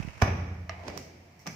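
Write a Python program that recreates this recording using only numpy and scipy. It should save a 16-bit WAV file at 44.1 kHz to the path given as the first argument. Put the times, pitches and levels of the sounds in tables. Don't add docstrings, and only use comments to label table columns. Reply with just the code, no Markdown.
import sys
import numpy as np
from scipy import signal
from scipy.fft import rfft, irfft, next_fast_len
from scipy.io import wavfile
from scipy.ndimage import uniform_filter1d, map_coordinates

SR = 44100
rng = np.random.default_rng(int(sys.argv[2]) if len(sys.argv) > 2 else 0)


def unload_audio(sound):
    columns = np.transpose(np.atleast_2d(sound))
    steps = np.round(np.clip(columns, -1, 1) * 32767)
    wavfile.write(sys.argv[1], SR, steps.astype(np.int16))


N = 68355

# start_s, gain_db, bass_db, treble_db, t60_s, pan_db, room_db
FRAME_KNOCKS = [(.2163, -18.5, 2, -7.5, 0.013, -9, 7), (.2197, -17.5, 3, 2.5, 0.0092, -13, 1.5),
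                (.2213, -10.5, 2.5, -2.5, 0.015, -3, 2), (.275, -27, -15, -17, 0.069, 5, 2.5),
                (.8818, -31.5, 6.5, 6, 0.017, -4, -11), (.900, -33, 7, -3, 0.0095, -6, -4),
                (1.459, -37.5, 2, -9, 0.032, -0.5, 3), (1.4708, -38, 10.5, 0, 0.011, -3, 4)]
# start_s, gain_db, bass_db, treble_db, t60_s, pan_db, room_db
CATCH_CLICKS = [(.6942, -27.5, -4, -11.5, 0.013, -1.5, 1), (.8812, -34.5, -12, -1.5, 0.012, -6, 3.5),
                (.9754, -33.5, -8, 9, 0.0089, -10, -14), (1.467, -35, 10.5, 0, 0.026, 2, -5),
                (1.4735, -31.5, 11.5, 0, 0.018, -5, 1)]
# freq_hz, gain_db
FRAME_COLOUR = [(40, -23), (120, 6), (280, -2), (500, 5), (850, 7), (1400, -7), (2400, -6), (3200, -18),
                (4300, -20), (5700, -8.5), (7500, -26), (10000, -33.5), (14000, -27), (16000, -48)]
CATCH_COLOUR = [(100, -15), (500, -2.5), (700, -9), (1050, 2), (1600, -3.5), (2300, 2.5), (3200, -9.5),
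                (4400, -6.5), (5600, -0.5), (7500, -15), (10000, -28), (13500, -18), (16000, -20)]
# pitch_hz, gain_db, t60_s
FRAME_RING = [(232, -21.5, 0.05), (469, -26.5, 0.089), (726, -15, 0.016), (883, -16, 0.014),
              (1130, -32, 0.025), (1435, -25.5, 0.046)]
CATCH_RING = [(668, -30.5, 0.051), (1218, -29, 0.034), (2164, -35, 0.032), (4220, -34, 0.0072),
              (5630, -38.5, 0.026)]
SPRING_RING = [(1166, -42, 0.054), (5270, -45.5, 0.11), (5990, -45, 0.23)]
# start_s, pitch_hz, gain_db, t60_s, attack_s
PANE_SWINGS = [(0.2237, 89, -5, 0.049, 0.0012), (0.8818, 215, -37, 0.029, 0.0009),
               (0.951, 192.5, -42, 0.11, 0.011), (1.471, 171.7, -30, 0.16, 0.0068)]
# pitch_hz, gain_db, t60_s
PANE_MODES = [(85.3, -26.5, 1.95), (95.5, -30.3, 1.74)]
# pitch_hz, gain_db, t60_s
BOOM_MODES = [(61.8, -36.5, 1.67), (115.4, -35, 1.44), (129.6, -35.5, 1.07), (146, -41, 1.1),
              (151, -43.5, 1.73), (181.4, -40.5, 2.42), (198, -38, 0.9), (236.2, -37.5, 0.75),
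              (282.7, -43.5, 1.29), (388.4, -43, 0.93)]
# time_s, level_db
ROLL_LEVELS = [(0, -45.5), (.1, -54), (.2, -53.5), (.225, -46), (.26, -100)]
TRACK_LEVELS = [(.68, -100), (.72, -63.5), (.82, -58.5), (.88, -41.5), (.92, -53.5), (.965, -43.5),
                (.99, -52), (1.04, -101)]
SEAL_LEVELS = [(.68, -71), (.72, -48), (.765, -57.5), (.8, -52.5), (.87, -52), (.92, -68)]
# time_s, level_db
FINGER_AND_CATCH_HISS_LEVELS = [(.96, -89), (.985, -48), (1.01, -56.5), (1.06, -60), (1.14, -84),
                                (1.46, -93), (1.475, -54.5), (1.56, -57.5)]
# freq_hz, gain_db
ROLL_SPECTRUM = [(40, -16), (110, -10), (300, -5.5), (800, 0.5), (1400, -4), (2500, -1.5), (3500, -17),
                 (5700, -11), (8500, -25.5), (14000, -37)]
TRACK_SPECTRUM = [(60, -7), (170, 2.5), (300, 2), (650, 2), (1300, -12.5), (2200, -8.5), (3400, -18.5),
                  (5500, -15.5), (9000, -33), (14000, -48)]
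SEAL_SPECTRUM = [(400, -36), (600, -11), (700, -4.5), (800, -10), (1100, -14), (3000, -66)]
HISS_SPECTRUM = [(1500, -25), (2300, -1.5), (3600, -17), (5000, 1), (5800, 4.5), (7000, -6.5),
                 (9500, -18.5), (14000, -14)]
# start_s, gain_db
ROLLER_TAPS = [(0.026, -32.5), (0.085, -32.5)]
FINGER_TAPS = [(1.393, -52), (1.417, -58)]
# freq_hz, gain_db
ROLLER_COLOUR = [(300, -25), (1900, -11.5), (2500, 3), (3400, -17), (8000, -55)]
# start_s, gain_db
HAND_BUMPS = [(.0005, -8), (0.034, -25), (0.049, -15), (0.0764, -13.5)]
# freq_hz, gain_db
AIR_SPECTRUM = [(25, -9), (60, -7.5), (100, 0), (170, -2), (300, -12.5), (700, -14.5), (1300, -23.5),
                (2200, -14.5), (3600, -29), (5600, -24), (9000, -40.5), (14000, -37)]
# freq_hz, t60_s
ROOM_DECAY = [(100, 0.52), (200, 1.12), (400, 1.26), (800, 1.01), (2000, 1.1), (5500, 0.91), (13000, 0.68)]
# freq_hz, gain_db
ROOM_COLOUR = [(60, 8), (150, 9), (380, 4), (700, 0), (2200, 5), (5500, -1.5), (13000, -3)]
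# freq_hz, correlation
DIFFUSE_LIKENESS = [(100, 1), (250, 0.97), (500, 0.58), (1000, 0.038), (8000, 0.017)]
# freq_hz, pan_db
DIFFUSE_PAN = [(100, -2), (500, 0), (1500, -4.5), (5000, 1.5), (12000, -4.5)]

FRAME_S, THUD_S, CATCH_S, SPRING_S = 0.2206, 0.2222, 0.6945, 1.4675
BASS_HZ, TREBLE_HZ = 346, 4880
WAVER_DEPTH, WAVER_STEP_S, WAVER_ABOVE_HZ = 0.62, 0.0496, 190
LOW_CUT_HZ, HIGH_CUT_HZ = 49, 15600


def pane_boom():
    thud, *later = [ring(*row) for row in PANE_SWINGS]
    swings = sum(later)
    modes = np.zeros(N)
    for hz, db, t60_s in PANE_MODES + BOOM_MODES:
        wavering = 1 + WAVER_DEPTH * (hz > WAVER_ABOVE_HZ) * waver()
        modes += ring(THUD_S, hz, db, t60_s, attack_s=0.021) * wavering
    return pan(-1.5) * (thud + swings) + pan(-0.99) * modes + amp(-6.5) * room(swings)


def strikes(rows, body):
    out = np.zeros((2, N))
    for start_s, db, bass_db, treble_db, t60_s, pan_db, room_db in rows:
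        def colour_db(hz):
            bass = bass_db / (1 + (hz / BASS_HZ) ** 4)
            treble = treble_db * (1 - 1 / (1 + (hz / TREBLE_HZ) ** 4))
            return along(body, hz) + bass + treble

        force = fall(start_s, t60_s) * rng.standard_normal((3, N))
        force[::2, round(start_s * SR) + 20] += amp(8)
        direct, side, outward = amp(db + 8) * coloured(force, colour_db)
        width = coloured(0.77 * np.array([side, -side]), lambda hz: along([(200, -38), (1000, 3.5)], hz))
        out += pan(pan_db) * (direct + width) + amp(room_db - 4) * (room(direct) + room(outward))
    return out


def hardware_ring():
    frame = sum(ring(FRAME_S, *mode) for mode in FRAME_RING)
    catch = sum(ring(CATCH_S, *mode) for mode in CATCH_RING)
    spring = sum(ring(SPRING_S, *mode) for mode in SPRING_RING)
    return pan(-4.5) * (frame + catch + spring) + amp(-8) * room(frame + 0.5 * catch + 2 * spring)


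def grainy_noise(levels, spectrum, grain_db, room_db):
    grain = unit(uniform_filter1d(rng.standard_normal(N), size=250))
    level_db = np.interp(since(0), *np.transpose(levels))
    noise = amp(level_db + grain_db * grain) * rush(spectrum)
    return noise + amp(room_db) * room(noise[0])


def ticks():
    bursts = sum(amp(db) * fall(s, t60_s=0.014, attack_s=0.0005) for s, db in ROLLER_TAPS)
    rollers = amp(10.5) * coloured(bursts * rng.standard_normal(N), lambda hz: along(ROLLER_COLOUR, hz))
    fingers = sum(amp(db) * fall(s, t60_s=0.015) for s, db in FINGER_TAPS) * rush(HISS_SPECTRUM)[1]
    return pan(-7) * (rollers + fingers) + room(amp(-1.5) * rollers + amp(13) * fingers)


def handling():
    low_noise = rush([(30, -5.5), (75, 2.5), (140, -3.5), (400, -31), (1500, -52.5)])[1]
    rumble = amp(-36) * fall(0, t60_s=0.88) * low_noise
    bumps = sum(ring(s, hz=136, db=db, t60_s=0.018, attack_s=0.0012) for s, db in HAND_BUMPS)
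    return np.array([[0.03], [1]]) * (rumble + bumps)


def room(x):
    hz, t, spectra = signal.stft(diffuse(), SR, nperseg=256)
    early_t60_s, late_t60_s = 0.14, along(ROOM_DECAY, hz)[:, None]
    early = amp(-3.5 - 60 * t / early_t60_s) / np.sqrt(early_t60_s)
    late = amp(-60 * t / late_t60_s) / np.sqrt(late_t60_s)
    colour = amp(along(ROOM_COLOUR, hz))[:, None]
    tail = signal.istft(spectra * (early + late) * colour, SR, nperseg=256)[1][:, :N]
    onset = 1 - np.exp(-since(0.00022) / 0.0032)
    response = tail * onset * np.sqrt(2 * np.log(1000) / SR)
    return amp(-4.5) * signal.fftconvolve(x[None], response, axes=1)[:, :N]


def outdoor_air():
    return amp(-57.5) * rush(AIR_SPECTRUM)


def diffuse():
    hz = np.fft.rfftfreq(N, 1 / SR)
    angle_rad = np.arccos(np.clip(along(DIFFUSE_LIKENESS, hz), -1, 1)) / 2
    mid, side = rfft(rng.standard_normal((2, N))) * [np.cos(angle_rad), np.sin(angle_rad)]
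    return irfft(np.array([mid + side, mid - side]) * pan(along(DIFFUSE_PAN, hz)), N)


def rush(spectrum):
    return unit(coloured(diffuse(), lambda hz: along(spectrum, hz)))


def coloured(x, curve_db):
    size = 2 * next_fast_len(N)
    cepstrum = irfft(np.log(amp(curve_db(np.fft.rfftfreq(size, 1 / SR)))), size)
    cepstrum[..., 1:size // 2] *= 2
    cepstrum[..., size // 2 + 1:] = 0
    return irfft(rfft(x, size) * np.exp(rfft(cepstrum)), size)[..., :N]


def ring(start_s, hz, db, t60_s, attack_s=0.00031):
    return -amp(db) * fall(start_s, t60_s, attack_s) * np.sin(2 * np.pi * hz * since(start_s))


def fall(start_s, t60_s, attack_s=0.00045):
    t = since(start_s)
    return amp(-60 * t / t60_s) * (1 - np.exp(-t / attack_s))


def waver():
    return unit(map_coordinates(rng.standard_normal(200), [since(0) / WAVER_STEP_S]))


def since(start_s):
    return np.maximum(np.arange(N) / SR - start_s, 0)


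def along(points, hz):
    freqs_hz, values = np.transpose(points)
    return np.interp(np.log(hz + 1), np.log(freqs_hz + 1), values)


def pan(db):
    return amp(np.array([[0.5], [-0.5]]) * db)


def amp(db):
    return 10 ** (np.asarray(db) / 20)


def unit(x):
    return x / np.sqrt(np.mean(x ** 2) + 1e-20)


def scene():
    roll = grainy_noise(ROLL_LEVELS, ROLL_SPECTRUM, grain_db=3, room_db=-10)
    scrape = grainy_noise(TRACK_LEVELS, TRACK_SPECTRUM, grain_db=3, room_db=1)
    seal = grainy_noise(SEAL_LEVELS, SEAL_SPECTRUM, grain_db=2.5, room_db=-0.5)
    hiss = grainy_noise(FINGER_AND_CATCH_HISS_LEVELS, HISS_SPECTRUM, grain_db=-1, room_db=2)
    contacts = strikes(FRAME_KNOCKS, FRAME_COLOUR) + strikes(CATCH_CLICKS, CATCH_COLOUR)
    window = contacts + hardware_ring() + pane_boom() + roll + scrape + seal + hiss + ticks()
    return window + handling() + outdoor_air()


def record(dry):
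    size = 2 * next_fast_len(N)
    low_cut = signal.butter(3, LOW_CUT_HZ, "high", fs=SR, output="sos")
    thinned = signal.sosfilt(low_cut, dry)
    passband = np.fft.rfftfreq(size, 1 / SR) < HIGH_CUT_HZ
    return irfft(rfft(thinned, size) * passband, size)[:, :N]


dry = scene()
out = record(dry)
unload_audio(out)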